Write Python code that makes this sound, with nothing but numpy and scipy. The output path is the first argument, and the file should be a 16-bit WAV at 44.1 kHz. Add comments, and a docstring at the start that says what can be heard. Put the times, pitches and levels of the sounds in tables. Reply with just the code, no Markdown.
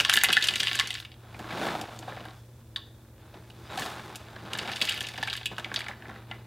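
"""Cereal poured in a kitchen

Dry cereal pours twice from a cardboard box into a plastic bowl on a kitchen counter: ringing modes and clicks.
Between pours it slides and rattles in the tilting box: random grains drum resonant walls and a hollow body.
The liner bag rustles as filtered grains and whistles briefly; a lone bright snap bounces in the quiet.
An appliance hums as wavering tones in the small kitchen, whose walls answer with a decaying noise tail.
The microphone pickup is nearly mono, over room rumble and a soft hiss."""
import sys
import numpy as np
from scipy import signal
from scipy.fft import rfft, irfft, next_fast_len
from scipy.io import wavfile
from scipy.ndimage import uniform_filter1d, map_coordinates

SR = 44100
rng = np.random.default_rng(int(sys.argv[2]) if len(sys.argv) > 2 else 0)


def transcribe(signal):
    """Save signal, clipped to [-1, 1], as a 16-bit WAV file at the path in sys.argv[1]."""
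    frames = np.atleast_2d(signal).T
    limited = np.clip(frames, -1, 1)
    pcm = np.round(limited * 32767).astype(np.int16)
    wavfile.write(sys.argv[1], SR, pcm)


def amplitude_ratio(level_db):
    """Convert a level in decibels to the matching linear amplitude (field) ratio."""
    exponent = np.asarray(level_db, float) / 20
    return 10 ** exponent


N = 284886  # samples

# Appliance tones, before they waver: pitch_hz, rms_db
HUM_TONES = [(117.2, -51.5), (228, -67.5), (327, -67), (64, -76)]
# Spectral shape of kitchen rumble and hiss: freq_hz, relative_density_db
AIR_SHAPE = [(12, -49), (30, -12), (60, 3.5), (90, 8), (150, -5.5), (300, -11), (550, -12), (1300, -29),
             (4000, -37.5), (8000, -32), (16000, -31)]
# How fast the room dies away: freq_hz, t60_s
ROOM_DECAY = [(200, 0.62), (1500, 0.53), (3000, 0.4), (3800, 0.47), (4600, 0.41), (12000, 0.15)]

# Thin whistles as the liner bag slips: start_s, length_s, pitch_hz, rms_db
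BAG_SQUEAKS = [(3.645, .045, 4900, -64), (3.686, 0.07, 3840, -58), (3.7, .035, 7350, -64)]
# Colour of the rustling grains: freq_hz, relative_gain_db
RUSTLE_SHAPE = [(2060, -52), (3500, 1.5), (3750, -10), (4160, -8), (5530, -7), (11000, -15), (16000, -21)]
# The liner bag rustling: time_s, level_db
LINER_LEVEL = [(0.0, -63), (1.11, -80), (1.39, -64), (1.6, -52), (1.67, -46.5), (1.82, -59), (2.16, -64.5),
               (2.32, -65.5), (2.53, -72.5), (3.15, -75), (3.69, -64), (3.82, -43), (3.94, -55.5),
               (4.19, -62.5), (4.39, -67), (4.57, -69), (5.3, -76), (5.76, -65), (6.12, -82), (6.46, -79)]
# Cereal sliding along the box walls: time_s, level_db
SLIDE_LEVEL = [(0.0, -50), (0.43, -46.5), (0.88, -56.5), (1.1, -67.5), (1.37, -52.5), (1.52, -40),
               (1.65, -31.5), (1.76, -39), (1.97, -52), (2.2, -44.5), (2.43, -66), (3.11, -67.5),
               (3.33, -56.5), (3.52, -60), (3.69, -47), (3.8, -36), (3.92, -42), (4.06, -46.5),
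               (4.19, -50.5), (4.3, -52), (4.6, -42.5), (5.11, -53), (5.5, -57.5), (5.78, -45),
               (5.95, -56.5), (6.1, -51), (6.46, -59.5)]
# The box is jolted and its load shifts: peak_s, boom_db, walls_over_boom_db
JOLTS = [(0.0, -37.5, 1.5), (0.161, -43, -3), (0.299, -40.5, -12), (0.609, -47, -4), (0.839, -52.5, -10),
         (1.401, -45.5, -5), (1.53, -47, -17), (2.09, -59, 11.5), (2.21, -52.5, -7), (3.49, -57, -16),
         (3.8, -51.5, -8), (4.08, -56, -7), (4.439, -45, -20), (4.62, -63, -2), (4.679, -48, 7),
         (4.82, -45, 2), (5.202, -46, -10), (5.428, -58, -11), (5.52, -46, 1), (5.589, -47, 7),
         (5.9, -58.5, 15), (6.091, -60, 2)]
# Resonances of the cardboard walls: centre_hz, width_hz, relative_gain_db
WALL_MODES = [(525, 460, -15.5), (661, 121, 0.5), (808, 124, -1), (1040, 300, -1.5), (1524, 510, -6),
              (2500, 510, -11), (3700, 840, -14.5)]
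# Resonances of the hollow box body: centre_hz, width_hz, relative_gain_db
BODY_MODES = [(166, 50, -1), (232.7, 27.4, 3), (343.5, 84, -1)]

# Deep modes of the box walls and bowl, rung by a struck piece: pitch_hz, relative_gain_db, t60_s
DEEP_MODES = [(313, 6.5, 0.13), (536, -11, 0.033), (688, -9, 0.035), (747.5, -2.5, 0.061),
              (890, 3.5, 0.023)]
# Low modes rung by a struck piece, on the bowl's rim or the box walls: pitch_hz, relative_gain_db, t60_s
LOW_MODES = [(1104, -15, 0.18), (1120, -28, 0.0584), (1382, -12, 0.11), (1599, 1, 0.027),
             (1747, -0.5, 0.049), (2038, -6, 0.11), (2276, 0.5, 0.042)]
# High modes rung by a struck piece, on the bowl's wall or the box walls: pitch_hz, relative_gain_db, t60_s
HIGH_MODES = [(2560, -1.5, 0.1), (2790, 0, 0.062), (2940, 4.5, 0.029), (3202, -2, 0.061), (3360, -4, 0.082),
              (3593, 8.5, 0.016), (3810, -3, 0.1), (4020, 1.5, 0.03), (4506, -1, 0.089), (4865, 2.5, 0.032),
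              (5370, -8, 0.11), (6315, -10.5, 0.057)]
# Colour of a dry piece's click: freq_hz, relative_gain_db
CRACK_SHAPE = [(1000, -16.5), (3000, 8), (5000, 9.5), (7000, 8.5), (11000, 1.5), (15000, -8), (17000, -39)]

# Pieces knocking inside the box: start_s, deep_peak_db, low_over_deep_db, high_over_deep_db, crack_over_deep_db
KNOCKS = [(1.345, -43.5, 5, 1, -18), (1.392, -31, -9, -7, -9), (1.443, -35.5, 1, -5, -14),
          (1.507, -37, 7, 2, -19), (1.524, -37.5, 4, 3, -19), (1.571, -30, -6, -16, -19),
          (1.621, -25.5, -12, -17, -19), (1.651, -27, -2, -6, -24), (1.666, -21, -7, -9, -27),
          (1.685, -26.5, 1, -2, -24), (1.751, -22, -10, -25, -29), (1.813, -28, -13, -0.5, 0.5),
          (1.839, -29.5, -17, -17, -21), (1.882, -35.5, -25, -13, -20), (1.962, -38.5, -17, -4, -5.5),
          (1.99, -40, -11, -2, 9), (2.026, -35, -3, -4, -12), (2.078, -27.5, -12, -26, -35),
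          (2.122, -32.5, -3, -8, -29), (2.17, -33.5, -4, -12, -30), (2.209, -35.5, -9, -12, -26),
          (2.253, -37, 2, -0.5, -8), (2.284, -44, 5, 6.5, -25), (2.308, -44, -5, 5, -16),
          (3.341, -39.5, -12, -5, -24), (3.501, -46.5, -3, 8, -2), (3.775, -26.5, -7, -1, -1),
          (3.787, -32.5, 5.5, 0, 2), (3.796, -32, -8, -0.5, 7.5), (3.82, -35, 10, 5.5, -12),
          (3.827, -32, -11, 2, -16), (3.861, -33, -1, 3, 5), (3.894, -51, -12, -12, -12),
          (3.991, -48, -5, -14, -17), (4.101, -37, -2, -15, -26), (4.149, -43, 4, 3, 4),
          (4.157, -42, -5, 11.5, 12.5), (4.285, -43.5, 1, 2, -20), (4.362, -45, 12, 5, -18),
          (4.432, -56, -10, -3, -17), (4.45, -56, 2, -12, -22), (4.655, -32, 0, -10, -18),
          (5.142, -38.5, 3, -6, -11), (5.183, -32.5, 1, 3, -16), (5.514, -40.5, -7, -11, -28),
          (5.663, -37.5, 3, -10, -24), (5.694, -48, 13, -2, -17), (5.716, -36, 12, -4, -21),
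          (5.773, -38, 6, -2, -12), (5.914, -56, 10, -3, -17), (6.003, -49, 6, -6, -23),
          (6.054, -42, 7, -9, -22), (6.091, -37.5, 3.5, -22, -30), (6.114, -43, 6, -12, -22)]
# A lone snap and its bounce: start_s, ring_hz, high_peak_db, low_peak_db, crack_peak_db, deep_peak_db
SNAP_HITS = [(2.7605, 3700, -19, -29.5, -34, -53.5), (2.7666, 3500, -35.5, -39, -37, -53)]
# Small pieces pattering into the bowl: time_s, level_db
POUR_LEVEL = [(0.0, -40), (0.43, -36.5), (0.66, -35), (0.86, -41), (1.02, -45.5), (1.11, -81),
              (4.39, -79.5), (4.57, -49.5), (4.71, -43.5), (4.89, -35.5), (5.09, -46.5), (5.22, -47),
              (5.4, -48), (5.56, -69), (5.88, -68), (6.12, -81), (6.46, -72)]
# Pieces landing in the bowl: start_s, ring_hz, high_peak_db, low_peak_db, crack_peak_db
LANDINGS = [(0.0008, 2790, -8.5, -15, -19.5), (0.007, 2860, -19, -19.5, -13.5),
            (0.0495, 3220, -11, -16.5, -14.5), (0.0897, 2800, -31, -22, -46), (0.0961, 3540, -10, -9, -10),
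            (0.1012, 3000, -15, -29, -37), (0.1157, 2840, -15, -40, -26), (0.1272, 2860, -21, -16, -21),
            (0.1327, 3250, -18, -22, -17), (0.1378, 3460, -10, -16.5, -8.5), (0.1563, 2850, -16, -22, -18),
            (0.1672, 3340, -26, -17, -12.5), (0.1728, 3220, -7.5, -11.5, -24),
            (0.1878, 3430, -28, -25, -22), (0.213, 3610, -22, -22, -23), (0.2357, 3070, -23, -11, -5),
            (0.2437, 3110, -11, -39, -31), (0.2867, 3730, -17, -20.5, -26), (0.2924, 3050, -15, -28, -26),
            (0.303, 2900, -15, -18, -21), (0.3197, 3510, -24, -29, -23), (0.328, 3400, -8.5, -20, -13.5),
            (0.3676, 3360, -8, -9, -18.5), (0.4102, 3550, -34, -32, -30), (0.425, 3240, -15, -38, -15.5),
            (0.4364, 2830, -21, -30, -33), (0.441, 3070, -15.5, -23, -15.5), (0.471, 3350, -22, -32, -18.5),
            (0.4858, 3350, -8, -22.5, -16), (0.5075, 3600, -23, -29, -28), (0.5378, 2820, -18, -28, -23),
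            (0.557, 3200, -13.5, -23.5, -18.5), (0.5963, 3310, -20, -31, -29),
            (0.6025, 3400, -15, -22, -9.5), (0.6079, 3300, -17, -43, -27),
            (0.632, 3290, -17.5, -19.5, -18.5), (0.664, 3370, -23, -38, -33),
            (0.6704, 3200, -13, -21.5, -21), (0.6822, 3150, -13.5, -38, -30), (0.7136, 3250, -19, -21, -29),
            (0.731, 3710, -17, -31, -25.5), (0.749, 2790, -18, -27, -35), (0.754, 2940, -30, -25, -18.5),
            (0.779, 3060, -30, -37, -51), (0.79, 3000, -16, -20, -19), (0.7974, 3220, -9.5, -17, -12),
            (0.8094, 3050, -25, -20.5, -25), (0.8732, 3780, -36, -35, -20),
            (0.905, 3020, -17.5, -29.5, -27), (0.9298, 3420, -25, -44, -40),
            (0.9411, 3130, -30, -51, -23.5), (0.9525, 3280, -21, -29, -46), (0.98, 3100, -37, -45, -49),
            (1.0006, 3560, -26, -39, -33.5), (1.0497, 3000, -32, -38.5, -43),
            (1.1175, 3480, -38.5, -45, -53), (1.1405, 3320, -44, -50.5, -59),
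            (4.533, 3100, -21, -29.5, -27.5), (4.5513, 3660, -25, -27, -33), (4.5755, 2810, -46, -35, -32),
            (4.587, 3550, -19.5, -25, -20), (4.6271, 3030, -35, -35, -34), (4.6757, 3100, -34, -35, -31.5),
            (4.6952, 3380, -32, -25.5, -42), (4.7171, 3260, -27, -29, -29), (4.7608, 3450, -30, -38, -25.5),
            (4.767, 2900, -29, -43, -30), (4.8142, 2950, -11, -18, -21.5), (4.8216, 4430, -17, -30, -24),
            (4.8443, 3320, -25, -35, -27), (4.8524, 3600, -27, -37, -22), (4.8877, 2910, -16.5, -35, -39),
            (4.8942, 3130, -17, -30, -17), (4.9182, 2670, -22.5, -28, -32), (4.923, 3090, -27, -30, -27),
            (4.9445, 3390, -34, -38, -31), (4.9705, 3390, -28, -45, -31), (4.9766, 2690, -25.5, -31, -34),
            (4.9887, 3030, -28, -44, -40), (5.0067, 2990, -19.5, -30, -24), (5.0127, 2660, -30, -31, -41),
            (5.0277, 3070, -34, -49, -30), (5.0428, 2660, -26.5, -34, -45), (5.068, 3000, -27, -46, -28),
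            (5.0867, 4600, -27.5, -32, -30), (5.137, 3810, -35, -41, -39), (5.1772, 2880, -34, -28.5, -32),
            (5.2281, 2560, -31, -19.5, -24.5), (5.234, 3700, -22.5, -33, -27),
            (5.274, 2790, -29, -24, -31.5), (5.2807, 2980, -26, -24.5, -39), (5.2992, 3120, -23, -41, -27),
            (5.3286, 3440, -19, -26, -29), (5.3358, 3430, -24.5, -30.5, -24.5),
            (5.3525, 2860, -27.5, -30, -38), (5.366, 2970, -32, -39, -31), (5.375, 3000, -28.5, -41, -38),
            (5.412, 3360, -35, -44, -48), (5.4305, 3560, -34, -39, -42), (5.4575, 2950, -17.5, -36, -23),
            (5.5665, 3480, -34, -60, -48), (5.582, 2700, -25, -22, -33.5), (5.597, 3340, -30, -39, -33),
            (5.645, 3200, -24.5, -24, -31.5), (5.742, 3780, -25, -25, -23), (5.7603, 4230, -14, -31, -29),
            (5.7672, 3730, -45, -35, -34), (5.791, 2860, -30, -29, -32), (5.8056, 3660, -29, -27, -35),
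            (5.8172, 4020, -33, -28, -42), (5.8418, 3300, -36, -36, -38), (5.864, 3300, -34, -26.5, -50),
            (5.8836, 3120, -31, -25.5, -34), (5.9105, 3000, -51, -30.5, -59), (5.9313, 3100, -52, -37, -59),
            (6.0223, 2680, -41, -37, -55), (6.1592, 2590, -53, -37.5, -63), (6.3122, 2840, -29, -30, -45),
            (6.348, 2800, -60, -42, -56)]


def unit(x):
    """Scale to rms 1."""
    return x / np.sqrt(np.mean(x ** 2) + 1e-20)


def peaked(waves):
    """Scale each row to peak 1."""
    return waves / np.abs(waves).max(axis=1, keepdims=True)


def along(points, hz):
    """Read (frequency, value) points on a log frequency axis."""
    f, value = np.transpose(points)
    return np.interp(np.log(hz + 1), np.log(f + 1), value)


def curves(rows):
    """One value per sample for each column after the time."""
    s, *columns = np.transpose(rows)
    return [np.interp(np.arange(N) / SR, s, column) for column in columns]


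def filtered(x, response):
    """Multiply the spectrum of x by a complex response of frequency."""
    size = next_fast_len(x.shape[-1] + 8192)
    spectrum = rfft(x, size) * response(np.fft.rfftfreq(size, 1 / SR))
    return irfft(spectrum, size)[..., :x.shape[-1]]


def resonant(x, modes):
    """Pass x through parallel broad resonances of alternating sign."""
    def response(f):
        total = 0
        for k, (centre, width, db) in enumerate(modes):
            damping = 1j * f * width
            total = total + (-1) ** k * amplitude_ratio(db) * damping / (centre * centre - f * f + damping)
        return total
    return filtered(x, response)


def wobble(rate):
    """A smooth random curve with rate knots a second, up to 40."""
    knots = rng.standard_normal(int(N * 40 / SR) + 4)
    return map_coordinates(knots, [np.arange(N) * rate / SR])


def placed(times, waves):
    """Sum rows of short waves at their start times."""
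    start = np.round(np.asarray(times) * SR).astype(int)
    at = start[:, None] + np.arange(waves.shape[1])
    return np.bincount(at.ravel(), waves.ravel(), N + SR)[:N]


def grains(rate, spread_db):
    """Random impulses at rate a second, scaled to rms 1, some larger than the rest."""
    draw = rng.random((3, N))
    size = amplitude_ratio(-spread_db * np.log(draw[1] + 0.045))
    return unit((draw[0] < rate / SR) * size * np.sign(draw[2] - 0.5))


def clacks(modes, ring_hz, focus, scatter_db, rough):
    """One peak-1 ring per row: modes lose focus dB per octave from ring_hz; loose pieces roughen them."""
    hz, db, t60 = np.transpose(modes)
    t = np.arange(2048) / SR
    chance = rng.standard_normal((len(ring_hz), 2, len(hz)))
    distance = np.abs(np.log2(hz / ring_hz[:, None]))
    gain = amplitude_ratio(db - focus * distance + scatter_db * chance[:, 0])
    phase = np.pi * chance[:, 1]
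    fade = amplitude_ratio(-60 * t / t60[:, None]) * (1 - np.exp(-t * hz[:, None] / 1.23))
    # the blow lasts a few ms, longer for deep modes; a weaker ring follows
    fade = fade * (0.73 + np.exp(-(t * hz[:, None] ** 0.715 / 1.5) ** 2))
    turn = 2 * np.pi * hz[:, None] * t
    ring = (gain * np.cos(phase)) @ (fade * np.sin(turn))
    ring += (gain * np.sin(phase)) @ (fade * np.cos(turn))
    chatter = uniform_filter1d(rng.standard_normal(ring.shape), size=70, axis=1)
    chatter = unit(uniform_filter1d(chatter, size=70, axis=1))
    return peaked(ring * (1 + rough * chatter))


def clicks(count):
    """Brittle noise bursts: a fast crack with a weaker tail, each brighter or duller."""
    t = np.arange(1024) / SR
    rise = 1 - np.exp(-t / 0.00013)
    fall = amplitude_ratio(-60 * t / 0.0026) + 0.18 * amplitude_ratio(-60 * t / 0.065)
    burst = rng.standard_normal((count, len(t))) * rise * fall
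    tilt_db = 4.4 * rng.standard_normal((count, 1))  # per octave, between 4 and 16 kHz

    def colour(f):
        octave = np.log2(np.clip(f, 4000, 16000) / 9000)
        return amplitude_ratio(along(CRACK_SHAPE, f) + tilt_db * octave)
    return peaked(filtered(burst, colour))


def hits(s, hz, high_db, low_db, crack_db, deep_db, low_hz, deep_hz, focus):
    """Distinct pieces: each sounds a high, a low and a deep ring and a brittle click."""
    click = clicks(len(s))
    high = clacks(HIGH_MODES, hz, focus=focus, scatter_db=1.5, rough=0.58)
    each_low_hz = low_hz * 2 ** (0.1 * rng.standard_normal(len(s)))
    low = clacks(LOW_MODES, each_low_hz, focus=14, scatter_db=7.5, rough=0.7)
    deep = clacks(DEEP_MODES, deep_hz + 0 * s, focus=33, scatter_db=6, rough=0.42)
    ring = amplitude_ratio(high_db)[:, None] * high + amplitude_ratio(low_db)[:, None] * low + amplitude_ratio(deep_db)[:, None] * deep
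    return placed(s, ring) + placed(s, amplitude_ratio(crack_db)[:, None] * click)


def patter(low_hz, octaves):
    """Many small bounces and rolls, each ringing somewhere in the octaves above low_hz; rms 1."""
    draw = rng.random((1000, 3))
    ring_hz = low_hz * 2 ** (octaves * draw[:, 1])
    waves = clacks(LOW_MODES + HIGH_MODES, ring_hz, focus=7.8, scatter_db=4.5, rough=0.53)
    size = amplitude_ratio(-3 * np.log(draw[:, 2:] + 0.06))
    return unit(placed(draw[:, 0] * N / SR, size * waves))


def air():
    """Steady room rumble and hiss: noise shaped in frequency, at -54 dB rms."""
    noise = rng.standard_normal(N)
    return amplitude_ratio(-54) * unit(filtered(noise, lambda f: amplitude_ratio(along(AIR_SHAPE, f))))


def hum():
    """Appliance tones that waver in strength and phase."""
    t = np.arange(N) / SR
    total = np.zeros(N)
    for hz, db in HUM_TONES:
        level = np.sqrt(2) * amplitude_ratio(db + 2.0 * wobble(4.5))
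        total += level * np.sin(2 * np.pi * hz * t + 1.0 * wobble(5.6))
    return total


def kitchen(x):
    """The walls answer about 3 ms later; each frequency dies at its own speed."""
    hz, t, z = signal.stft(rng.standard_normal(SR // 2), SR, nperseg=256)
    decay = amplitude_ratio(-60 * t / along(ROOM_DECAY, hz)[:, None])
    tail = signal.istft(z * decay, SR, nperseg=256)[1]
    late = np.pad(x, (130, 0))
    return signal.fftconvolve(late, tail / np.linalg.norm(tail))[:N]


def squeaks():
    """The slipping liner bag whistles: short unsteady tones that swell and fade."""
    t = np.arange(N) / SR
    total = np.zeros(N)
    for s, length, hz, db in BAG_SQUEAKS:
        swell = np.sin(np.pi * np.clip((t - s) / length, 0, 1))
        total += 2 * amplitude_ratio(db) * swell * np.sin(2 * np.pi * hz * t + 1.7 * wobble(40))
    return total


def rustle(pour_db, liner_db):
    """Dry pieces and the liner bag tick: filtered grains follow the pour and the bag."""
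    ticks = filtered(grains(2100, spread_db=2.5), lambda f: amplitude_ratio(along(RUSTLE_SHAPE, f)))
    level = amplitude_ratio(pour_db - 12) + amplitude_ratio(liner_db)
    return level * unit(amplitude_ratio(0.7 * wobble(29)) * ticks)


def cardboard(x, wall, body):
    """Blows on the box sound its walls and its hollow body."""
    once = resonant(x, WALL_MODES)
    walls = unit(once + 0.29 * resonant(once, WALL_MODES))
    return wall * walls + body * unit(resonant(x, BODY_MODES))


def slide(slide_db):
    """Cereal tumbling in clumps drums the box, harder at each jolt."""
    rise_s, fall_s = 0.0081, 0.018
    s, boom_db, wall_db = np.transpose(JOLTS)[:, :, None]
    t = np.arange(N) / SR - s
    swell = np.exp(-(t / np.where(t < 0, rise_s, fall_s)) ** 2)
    wall = amplitude_ratio(slide_db + 1.09 * wobble(14)) + (amplitude_ratio(boom_db + wall_db) * swell).sum(axis=0)
    # the hollow body grows 0.69 dB per dB of sliding
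    body_db = -52.5 + 0.69 * (slide_db + 48)
    body = amplitude_ratio(body_db + 2.6 * wobble(10)) + (amplitude_ratio(boom_db) * swell).sum(axis=0)
    clumps = amplitude_ratio(1.1 * wobble(30)) * grains(800, spread_db=1.5)
    return cardboard(clumps, wall, body)


def loose_pieces(slide_db):
    """Pieces bouncing in the box: patter that grows dB for dB with the sliding."""
    return amplitude_ratio(slide_db - 11) * patter(low_hz=1120, octaves=1.74)


def knocks():
    """Pieces on cardboard: rings and clicks, duller than on the bowl."""
    s, deep_db, low_db, high_db, crack_db = np.transpose(KNOCKS)
    hz = 3350 * 2 ** (0.18 * rng.standard_normal(len(s)))
    return hits(s, hz, deep_db + high_db, deep_db + low_db, deep_db + crack_db, deep_db,
                low_hz=1330, deep_hz=598, focus=9.1)


def snap():
    """A lone bright snap and its bounce, with the high ring tightly focused."""
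    return hits(*np.transpose(SNAP_HITS), low_hz=1170, deep_hz=880, focus=38)


def pouring(pour_db):
    """Small pieces pattering into the bowl: many overlapping rings."""
    return amplitude_ratio(pour_db) * patter(low_hz=1640, octaves=1.4)


def landings():
    """Pieces on the bowl: bright, with a weak deep ring that grows with the low one."""
    s, hz, high_db, low_db, crack_db = np.transpose(LANDINGS)
    # the deep ring grows 0.65 dB per dB of low ring and scatters by 6.5 dB
    deep_db = -45.5 + 0.65 * (low_db + 26.5) + 6.5 * rng.standard_normal(len(s))
    return hits(s, hz, high_db, low_db, crack_db, deep_db, low_hz=1740, deep_hz=784, focus=16.7)


def scene():
    """The pour, the box and the room, all in the centre."""
    (pour_db,), (slide_db,), (liner_db,) = curves(POUR_LEVEL), curves(SLIDE_LEVEL), curves(LINER_LEVEL)
    box = squeaks() + rustle(pour_db, liner_db) + slide(slide_db) + loose_pieces(slide_db) + knocks()
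    near = box + snap() + pouring(pour_db) + landings()
    mid = near + amplitude_ratio(-14.5) * kitchen(near) + hum() + air()
    return np.array([mid, mid])


def roll_off(x):
    """The treble ends steeply here."""
    return signal.sosfilt(signal.butter(12, 16990, fs=SR, output="sos"), x)


def record(dry):
    """Near-mono: faint opposite hiss and a little treble that follows the sound; nothing above 15850 Hz."""
    hiss = amplitude_ratio(-68.5) * rng.standard_normal(N)
    side = hiss + filtered(dry[0], lambda f: 0.08j * (f / 12000) ** 3)
    mix = filtered(dry + [side, -side], lambda f: f < 15850)
    return roll_off(mix)


dry = scene()
out = record(dry)
transcribe(out)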